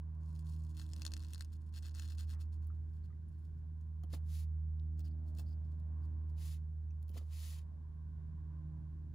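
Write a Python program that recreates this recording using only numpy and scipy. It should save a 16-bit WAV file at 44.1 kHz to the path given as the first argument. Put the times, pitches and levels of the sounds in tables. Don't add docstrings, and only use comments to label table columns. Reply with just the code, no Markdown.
import sys
import numpy as np
from scipy import signal
from scipy.fft import rfft, irfft, next_fast_len
from scipy.io import wavfile
from scipy.ndimage import uniform_filter1d

SR = 44100
rng = np.random.default_rng(int(sys.argv[2]) if len(sys.argv) > 2 else 0)


def ratio_of_db(decibels):
    return 10 ** (np.asarray(decibels, float) / 20)


def dump_mix(stems):
    frames = np.atleast_2d(stems).T
    limited = np.clip(frames, -1, 1)
    pcm = np.round(limited * 32767).astype(np.int16)
    wavfile.write(sys.argv[1], SR, pcm)


N = 403284
T = np.arange(N) / SR
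SIZE = next_fast_len(N + 4096)
HZ = np.arange(SIZE // 2 + 1) * SR / SIZE + 1e-3


def unit(x):
    return x / np.sqrt(np.mean(x ** 2))


def along(table):
    hz, value = np.transpose(table)
    return np.interp(np.log(HZ), np.log(hz), value)


def peak(hz, width):
    return 1j * width * HZ / (hz ** 2 - HZ ** 2 + 1j * width * HZ)


def heard(spectrum):
    return irfft(spectrum, SIZE)[..., :N]


def hiss(response, count):
    chance = rng.standard_normal((2, count, len(HZ)))
    return unit(heard((chance[0] + 1j * chance[1]) * response))


def walk(rate):
    k = int(SR / rate)
    held = np.repeat(rng.standard_normal(N // k + 1), k)
    slewed = uniform_filter1d(uniform_filter1d(held, k), k)
    return unit(slewed[:N])


def causal(gain):
    cepstrum = irfft(np.log(gain + 1e-9), SIZE)
    cepstrum[1:SIZE // 2] *= 2
    cepstrum[SIZE // 2 + 1:] = 0
    return np.exp(rfft(cepstrum))


def moves(rows, shape, dull_ends=0.):
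    edge_db = 12
    dull, bright = np.zeros(N), np.zeros(N)
    for s, rise, fall, db, bright_db in rows:
        on = slice(max(int((s - 4 * rise) * SR), 0), int((s + 4 * fall) * SR))
        away = np.where(T[on] < s, (s - T[on]) / rise, (T[on] - s) / fall)
        gain = ratio_of_db(db - edge_db * away ** shape)
        dull[on] += gain
        bright[on] += gain * ratio_of_db(bright_db - dull_ends * away ** 2)
    return np.array([dull, bright])


def split(dull, bright, hz=8000):
    low = 1 / (1 + 1j * HZ / hz) ** 2
    return rfft(dull, SIZE) * low + rfft(bright, SIZE) * (1 - low)


def bursts(events, low, high, rise_s):
    out, age = np.zeros(N), np.arange(6000) / SR
    noises = rng.standard_normal((len(events), len(age)))
    for (s, db, hz, t60), noise in zip(events, noises):
        band = [low * hz, min(high * hz, 20000)]
        burst = signal.sosfilt(signal.butter(2, band, "band", fs=SR, output="sos"), noise)
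        fade = (1 - np.exp(-age / rise_s)) * np.exp(-np.log(1000) * age / t60)
        level = np.sqrt(np.sum(fade ** 2) / np.sum((burst * fade) ** 2))
        out[int(s * SR):][:len(age)] += ratio_of_db(db) * burst * fade * level
    return out


# pitch_hz, lead_rad
PORT_LEAD = [(0, 0), (1500, .4), (3200, .9), (5000, .4), (7000, -.6), (7700, -1.7)]


def ports(spectrum, balance, blur_db):
    raw = HZ > 7900
    travel_s, most_rad = .000187, 2.5
    travel_lead = np.minimum(2 * np.pi * (2 - HZ * travel_s), most_rad)
    lead = np.where(raw, travel_lead, np.interp(HZ, *np.transpose(PORT_LEAD)))
    half = ratio_of_db(along(balance) / 2) * np.exp(.5j * lead)
    scatter = rfft(rng.standard_normal((2, 2500)) * np.exp(-np.arange(2500) / 200.0), SIZE)
    blur = 1 + ratio_of_db(blur_db - 2.3 * raw) * scatter
    return heard(spectrum * np.array([half, 1 / half]) * blur)


# pitch_hz, level_db (per Hz)
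AIR = [(15, -52.5), (25, -23.5), (49, -6), (87, -13), (105, -13), (123, -9.5), (166, -15.5), (206, -20.5),
       (373, -34), (659, -54.5), (1020, -49.5), (1230, -61.5), (1520, -46), (2050, -60), (16000, -80.5)]
# pitch_hz, side_minus_mid_db
AIR_WIDE = [(60, -15.5), (250, -3.5), (600, -3), (1500, -3), (5000, -5.5), (15000, 5)]
# tyre_db, engine_db
ROAD_DB = (-90.5, -87.5)
# nearest_s, length_s, tyre_db, engine_db
VEHICLES = [(.45, 0.47, -80, -81), (1.15, 0.23, -79, -80.5), (2.25, 0.5, -86, -83), (3.5, 0.29, -88, -91.5),
            (4.15, .25, -86.5, -85), (5.35, 0.34, -92, -77.5), (6.1, .35, -80.5, -78),
            (7.45, .5, -84.5, -82.5), (8.35, 0.4, -80.5, -85.5), (8.75, 0.2, -83, -81.5)]


def air():
    colour = ratio_of_db(along(AIR))
    still = hiss(np.array([colour, colour * ratio_of_db(along(AIR_WIDE))]), count=2)
    still = still * ratio_of_db(-59 - 1.12 + 1.4 * walk(3.2))
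    s, length, *peak_db = np.transpose(VEHICLES)
    slow = T[::441]
    near = np.exp(-((slow[:, None] - s) / length) ** 2)
    tyre, engine = (np.interp(T, slow, np.sqrt(ratio_of_db(2 * base) + near @ ratio_of_db(2 * db)))
                    for base, db in zip(ROAD_DB, peak_db))
    tyres = hiss(peak(1027, 300) ** 2 + ratio_of_db(-12.5) * peak(1400, 400) ** 2, count=2)
    engines = hiss(peak(580, 450) ** 2, count=2)
    tyres = tyres * tyre * ratio_of_db(1.6 * walk(14) - [[-1], [3]])
    engines = engines * engine * ratio_of_db(1.3 * walk(9) - [[1], [0]])
    mid, side = still + tyres + engines
    capsules = ratio_of_db(-93) * hiss(peak(3500, 5400) * peak(4000, 12000), count=2)
    return np.array([ratio_of_db(-0.16) * mid + side, ratio_of_db(-2.0) * mid - side]) + capsules


# start_s, turn_db, octave_db, third_multiple_db
HUM = [(0.0, -43.5, -57, -76.5), (0.48, -43.5, -52, -71.5), (1.09, -44.5, -62.5, -69.5),
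       (1.4, -46.5, -67, -76), (2.3, -41.5, -70.5, -73), (2.65, -40.5, -68.5, -77.5),
       (3.28, -47.5, -62.5, -81), (3.79, -45.5, -60, -83), (4.4, -38.5, -57, -85.5),
       (5.11, -41, -56.5, -64.5), (5.78, -42, -59, -75.5), (6.19, -41, -60.5, -69), (6.5, -40.5, -55, -79),
       (7.0, -44, -64, -87.5), (7.66, -45.5, -63, -81), (8.2, -46, -59, -84), (8.65, -46, -51.5, -72),
       (9.14, -47.5, -58.5, -73.5)]
# start_s, pitch_hz
HUM_HZ = [(0, 78.55), (1.8, 78.4), (2.3, 78.25), (3.1, 78.6), (3.9, 78.25), (5.1, 77.95), (6.2, 77.95),
          (7, 77.6), (8, 77.25), (9.2, 77.5)]
# multiple, centre_s, length_s, level_db
WHINE = (8, 5.5, 0.64, -84)


def hum():
    s, *levels = np.transpose(HUM)
    levels.append(levels[-1] - 0.43)
    phase = 2 * np.pi * np.cumsum(np.interp(T, *np.transpose(HUM_HZ))) / SR
    tone = np.zeros(N)
    for k, (db, start_rad) in enumerate(zip(levels, [1.3, .9, 2.1, 4.2])):
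        swell_db = np.interp(T, s, db) + (0.62 + .35 * k) * walk(6)
        tone += np.sqrt(2) * ratio_of_db(swell_db) * np.sin((k + 1) * phase + start_rad)
    multiple, at, length, db = WHINE
    tone += ratio_of_db(db) * np.exp(-((T - at) / length) ** 4) * np.sin(round(multiple) * phase)
    lag = 2
    return np.array([ratio_of_db(-1.8) * np.r_[tone[:lag], tone[:-lag]], ratio_of_db(0.98) * tone])


# top_s, rise_s, fall_s, level_db, brightness_db
SLIDES = [
    (4.375, 0.096, .078, -69, 5),
    (6.47, 0.099, 0.11, -66, 4),
    (7.44, .14, 0.17, -63.5, 4),
]
# top_s, rise_s, fall_s, level_db,
# brightness_db
LANDINGS = [(4.036, .002, 0.006, -80, 2), (4.132, 0.0078, 0.0044, -59, 0.5),
            (4.138, 0.0044, 0.0043, -56.5, -5.5), (4.145, 0.0033, 0.015, -59, 0),
            (4.103, .004, 0.04, -75, -2.5), (4.172, 0.017, .01, -75, 0), (4.27, .03, .03, -90, 10),
            (7.27, .04, .03, -93, 10), (6.296, 0.0078, 0.019, -83.5, 3), (7.028, 0.003, 0.004, -78, 3),
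            (7.094, 0.005, 0.008, -75, 4), (7.18, 0.016, 0.01, -60, -1.5), (7.145, .012, .04, -68.5, -4.5),
            (7.21, .02, 0.034, -75, -2), (5.8, 0.0034, .008, -81, 1.5), (7.588, .002, .005, -64.5, -8)]
# pitch_hz, level_db
SKIN = [(300, -26), (800, -9), (1300, -6.5), (3000, 1), (4800, -2.5), (7000, -3), (8300, -1.5), (11500, -3),
        (13100, -2), (15600, -9.5), (16200, -31)]
# start_s, level_db, pitch_hz, t60_s
KNOCKS = [(4.035, -62.5, 800, 0.036), (4.035, -68, 1890, .02), (4.13, -50, 340, 0.14),
          (4.134, -57.5, 810, 0.14), (4.136, -59.5, 1730, 0.06), (4.996, -74, 890, 0.069),
          (5.385, -58.5, 300, 0.11), (5.39, -65.5, 908, 0.16), (7.098, -57, 270, 0.088),
          (7.167, -52.5, 432, 0.075), (7.167, -64.5, 800, 0.078), (7.167, -66, 1500, 0.15),
          (3.63, -79.5, 950, 0.18), (2.33, -71, 1750, 0.36), (4.038, -50.5, 231, 0.09),
          (4.7972, -64, 5200, .008), (7.157, -59, 650, 0.053), (7.213, -61.5, 400, 0.09),
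          (7.14, -55.5, 230, 0.17)]
# start_s, level_db, pitch_hz, t60_s
CREAKS = [(2.668, -67.5, 11000, .023), (2.669, -62, 15200, .019), (3.035, -82, 4690, .1),
          (3.101, -72, 1300, .06), (3.1015, -76, 2100, .03), (2.7, -63, 1400, 0.052),
          (3.123, -70, 2000, 0.028), (3.283, -76, 10900, .04), (3.346, -82, 4600, .03),
          (3.385, -83, 10200, .08), (4.034, -68, 14800, .02), (4.0345, -71, 12000, .04),
          (4.035, -67, 3260, .04), (4.136, -58, 4400, .03), (4.143, -64, 11500, .03),
          (5.043, -72, 5200, .09), (5.06, -74, 4900, .08), (5.07, -70, 3100, .04),
          (5.108, -77.5, 4970, .043), (5.463, -76, 5100, .08), (5.476, -77, 5100, .08),
          (5.499, -76.5, 5100, .05), (5.507, -75, 5200, .07), (5.523, -75.5, 5100, .06),
          (6.03, -85.5, 5030, .12), (6.905, -73, 6300, .028), (6.9055, -75, 2700, .04),
          (7.02, -69, 15000, .03), (7.027, -71, 12200, .02), (7.0275, -72, 9500, .02),
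          (7.08, -69, 15000, .02), (7.0805, -72, 12200, .02), (7.091, -62, 15000, .04),
          (7.0915, -66, 12200, 0.049), (7.092, -73, 3200, .038), (7.115, -70, 15000, .03),
          (7.117, -74, 3200, .04), (7.135, -72, 15000, .1), (7.172, -62, 15000, .04)]
# pitch_hz, left_minus_right_db
HAND_BALANCE = [(200, 0), (1300, 4.5), (2400, 2.5), (4800, 6), (7000, 1.5), (8200, -0.5), (15000, 0)]


def hand():
    rub = rng.standard_normal(N) * ratio_of_db(1.0 * walk(90) + 4.0)
    dull, bright = rub * (moves(SLIDES, 5.1, 7.4) + moves(LANDINGS, 1.1))
    slide = split(dull, bright) * ratio_of_db(along(SKIN))
    thuds = bursts(KNOCKS, low=0.51, high=0.98, rise_s=0.0003)
    creaks = bursts(CREAKS, low=.88, high=1.0, rise_s=0.0022)
    cloth = hiss(peak(11000, 3500) ** 2 + ratio_of_db(3) * peak(12050, 150), count=1)[0]
    rustle = cloth * ratio_of_db(-104 + 2.7 * walk(15))
    return ports(slide + rfft(thuds + creaks + rustle, SIZE), HAND_BALANCE, blur_db=-28.0)


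# top_s, rise_s, fall_s, level_db, brightness_db
STROKES = [(.28, 0.077, 0.072, -92.5, 7), (.365, 0.026, 0.062, -82, 2.5), (.5, 0.055, 0.11, -83, 6.5),
           (.67, 0.045, 0.058, -82, 5.5), (.79, 0.039, .055, -67.5, -4), (.89, 0.089, 0.071, -80, -2),
           (1.05, 0.17, 0.063, -71, -6.5), (1.22, 0.12, 0.098, -69.5, -7), (1.37, 0.098, .11, -70, -7),
           (1.545, 0.027, 0.027, -74.5, -3), (1.66, 0.064, 0.039, -89.5, 2),
           (1.762, 0.026, .035, -59, -6.5), (1.855, 0.032, .048, -62, -8), (1.915, .008, .01, -69.5, -5),
           (1.98, .04, .06, -60.5, -8), (2.09, 0.07, 0.05, -61.5, -7), (2.152, 0.0053, 0.0094, -70.5, -4),
           (2.21, .033, 0.039, -60, -6), (2.32, 0.043, 0.031, -64.5, -5.5), (2.415, 0.024, 0.03, -71, -5),
           (2.54, .024, 0.029, -82, -1)]


def fibre_grains(brush):
    size_db = 4.5 * np.minimum(rng.exponential(size=N), 3.5)
    plucks_per_s = 6000
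    grains = (rng.random(N) < plucks_per_s / SR) * rng.standard_normal(N) * ratio_of_db(size_db)
    grains = unit(grains) * ratio_of_db(2.7 * walk(90) + 1.9 * walk(300) + 3.0)
    return grains * (moves(STROKES, 3.2) + brush)


# start_s, level_db, brightness_db
SNAPS = [(0.1498, -75.5, -7), (0.2337, -72.5, -8), (0.2458, -73.5, -9), (0.2906, -71, -8),
         (0.3042, -69, -9), (0.3123, -74.5, -11.5), (0.3289, -67.5, -9), (0.3484, -67.5, -13),
         (0.3533, -64, -10), (0.3613, -62, -12), (0.3924, -58, -10), (0.409, -70, -8.5),
         (0.4254, -69, -11.5), (0.4464, -69.5, -11), (0.4684, -63.5, -9), (0.4966, -61, -7),
         (0.5113, -66, -10), (0.5356, -60, -13.5), (0.563, -64, -9), (0.5988, -69, -9),
         (0.6203, -69, -11.5), (0.6378, -63, -8.5), (0.6488, -65, -8), (0.6681, -64.5, -17),
         (0.6941, -66.5, -15), (0.7127, -67, -9), (0.749, -66.5, -12),
         (0.769, -54, -10), (0.7748, -58, -12), (0.7807, -54, -17.5), (0.7967, -43.5, -20),
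           (0.8049, -53, -14), (0.8154, -45.5, -19), (0.8371, -59, -15), (0.8419, -59, -17),
           (0.8546, -65.5, -12), (0.8644, -56.5, -14), (0.8907, -60.5, -10.5), (0.9002, -59, -15),
           (0.9144, -61, -12), (0.9213, -58, -14.5), (0.9342, -40, -20), (0.9534, -59, -19),
           (0.9635, -52, -9.5), (0.9779, -59, -13), (0.9963, -57, -9), (1.0119, -58, -10),
           (1.0192, -37, -15), (1.0304, -50, -18), (1.0513, -34.5, -24), (1.0646, -32.5, -14),
           (1.0772, -42, -21), (1.1073, -58, -11), (1.1187, -43, -17), (1.137, -33, -23),
           (1.1666, -45, -14.5), (1.1757, -55, -9), (1.1947, -56, -9.5), (1.204, -50.5, -21),
           (1.2212, -55, -17), (1.2265, -55, -12), (1.2356, -52, -11.5), (1.2476, -48.5, -20.5),
           (1.2674, -60, -15), (1.285, -54.5, -15), (1.306, -59.5, -8.5), (1.3342, -39, -14),
           (1.3463, -42, -15.5), (1.3576, -47.5, -24), (1.3795, -52.5, -12), (1.3947, -58, -9),
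           (1.4081, -37, -17.5), (1.4217, -47.5, -13), (1.4471, -55.5, -12.5),
         (1.5037, -74, -16), (1.5384, -65.5, -10), (1.5656, -71, -8), (1.7256, -68, -10.5),
        (1.7569, -54, -19), (1.7617, -51, -14), (1.7765, -53, -20), (1.8072, -68.5, -14.5),
        (1.825, -55.5, -12.5), (1.8304, -53, -15), (1.8436, -56, -22), (1.856, -51.5, -16),
        (1.8771, -57, -15), (1.8947, -56.5, -17), (1.9111, -60, -17), (1.9174, -61.5, -18),
        (1.9436, -57, -22), (1.949, -46.5, -17), (1.9566, -50, -20), (1.9685, -52, -15),
        (1.9859, -53.5, -16), (1.9968, -39, -21), (2.009, -55, -13), (2.0521, -56, -15), (2.0773, -52, -22),
        (2.086, -52.5, -15.5), (2.099, -54, -21.5), (2.103, -51.5, -18.5), (2.1224, -57, -19),
        (2.1365, -61, -16), (2.1484, -62, -16), (2.178, -54.5, -18.5), (2.1834, -53, -14), (2.28, -63, -15),
        (2.325, -57, -15), (2.3358, -56.5, -14), (2.3935, -64, -19.5), (2.4273, -62, -12),
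        (2.4552, -73.5, -11), (2.5256, -69.5, -18.5), (2.5312, -70, -10), (2.5382, -69.5, -8.5),
        (2.5624, -76, -16), (2.6259, -74, -9)]
# start_s, level_db, brightness_db
TICKS = [(3.4526, -78, -9.5), (3.8122, -72, -11), (4.0356, -75, 6), (4.9938, -64.5, -3), (5.005, -63, -9),
         (5.0126, -69, -14.5), (4.9765, -72.5, -13), (5.3708, -64.5, -10), (5.3756, -64, -9),
         (7.586, -66, -8), (7.1152, -86, 7), (5.3502, -67, -6), (6.2923, -80.5, -14), (7.0273, -79.5, 6),
         (7.0922, -73.5, 2.5), (7.081, -82, 6)]


def snap_releases():
    snaps = SNAPS + TICKS
    age, release = np.arange(300), 26
    spread = np.exp(-abs(age - release) / np.where(age < release, 30., 34.))
    tears = 0.18 * rng.standard_normal((len(snaps), len(age))) * spread
    drive = np.zeros((2, N))
    for (s, db, bright_db), tear in zip(snaps, tears):
        gain = ratio_of_db(db + np.array([[13], [bright_db + 21.5]]))
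        drive[:, int(s * SR):int(s * SR) + len(age)] += gain * (tear + (age == release))
    return drive


# top_s, rise_s, fall_s, level_db, brightness_db
TOUCHES = [(2.622, 0.0083, .1, -87, -1), (2.75, .005, .025, -84.5, -5), (2.97, .11, 0.022, -90, 0),
           (3.056, .03, .014, -85.5, -2.5), (3.3, .03, 0.096, -91, 0), (3.45, .08, 0.042, -88, -1),
           (3.576, 0.013, 0.018, -88, 0), (3.81, .01, 0.027, -84, -7.5), (5.002, .016, 0.011, -64, -5.5),
           (5.045, 0.006, .035, -76, -4.5), (5.08, .03, .006, -76, -4.5), (5.283, .025, 0.02, -86.5, 7),
           (5.4, 0.027, .016, -59.5, -3.5), (5.47, .02, .05, -80.5, -4.5), (5.53, .05, .012, -81, -4.5),
           (5.648, .008, .04, -85, -8), (5.718, 0.014, 0.041, -87.5, -2), (6.052, .055, .012, -86, -1.5)]
# pitch_hz, width_hz, level_db
NIB = [(1660, 600, -11), (2700, 250, -10.5), (3490, 300, -5), (4323, 240, -0.5), (5200, 250, 0),
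       (5960, 110, -5.5), (6820, 250, -1.5), (7920, 400, -2.5), (8570, 400, -1), (9600, 400, -5.5),
       (11020, 320, -4.5), (12550, 350, -1), (13600, 600, -6.5), (14500, 900, -18)]
# pitch_hz, width_hz, share_removed
NIB_NOTCHES = [(2300, 400, .85), (11700, 800, .8), (4650, 92, 0.49)]
# delay_s, level_db
DESK_ECHOES = [(.0013, -25.5), (.0045, -15.5), (.009, -18.5)]
# pitch_hz, left_minus_right_db
NIB_BALANCE = [(400, 7.5), (1300, 10), (2400, 8.5), (4400, 8), (7000, -1), (8200, 3), (15000, -1.5)]


def nib():
    brush = moves(TOUCHES, 1.3)
    dull, bright = fibre_grains(brush)
    rings = sum(abs(ratio_of_db(db) * peak(hz, width)) ** 2 for hz, width, db in NIB)
    rub_body = abs(ratio_of_db(-11) * peak(3300, 1500)) ** 2
    sheet_crack = (abs(ratio_of_db(-7) * peak(6400, 3300)) ** 2 + abs(ratio_of_db(-22) * peak(1300, 1800)) ** 2
                   + abs(ratio_of_db(-22) * peak(650, 600)) ** 2)
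    steel = split(dull, bright, hz=5200) * causal(np.sqrt(rings + rub_body))
    steel += split(*snap_releases()) * causal(np.sqrt(rings + sheet_crack))
    gaps = np.prod([1 - share * peak(hz, width) for hz, width, share in NIB_NOTCHES], axis=0)
    desk = 1 + sum(ratio_of_db(db) * np.exp(-2j * np.pi * HZ * s) for s, db in DESK_ECHOES)
    fibres = 1.4 * uniform_filter1d(abs(dull), 90) * rng.standard_normal(N)
    top = peak(14800, 1900) ** 2
    fizz = rfft(fibres, SIZE) * (ratio_of_db(-9.5) * peak(13000, 1800) ** 2 + ratio_of_db(-20) * peak(8800, 2500)
                                 + ratio_of_db(-4.5) * top)
    fizz += rfft(brush[1] * rng.standard_normal(N), SIZE) * ratio_of_db(4.0) * top
    return ports(steel * gaps * desk * ratio_of_db(7) + fizz, NIB_BALANCE, blur_db=-30.5)


def scene():
    return air() + hum() + hand() + nib()


def low_pass(x):
    return signal.sosfilt(signal.butter(12, 16710, fs=SR, output="sos"), x)


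# pitch_hz, width_hz, level_db
MIC_LIFT = (14900, 1400, 3.9)


def record(dry):
    lift_hz, lift_width, lift_db = MIC_LIFT
    mic = 1 + (ratio_of_db(lift_db) - 1) * peak(lift_hz, lift_width)
    mic = mic * (1 - .32 * np.exp(-((HZ - 13420) / 310) ** 4))
    mic = mic * (ratio_of_db(-24) + 1 / (1 + (HZ / 15780) ** 200))
    return low_pass(heard(rfft(dry, SIZE) * mic))


dry = scene()
out = record(dry)
dump_mix(out)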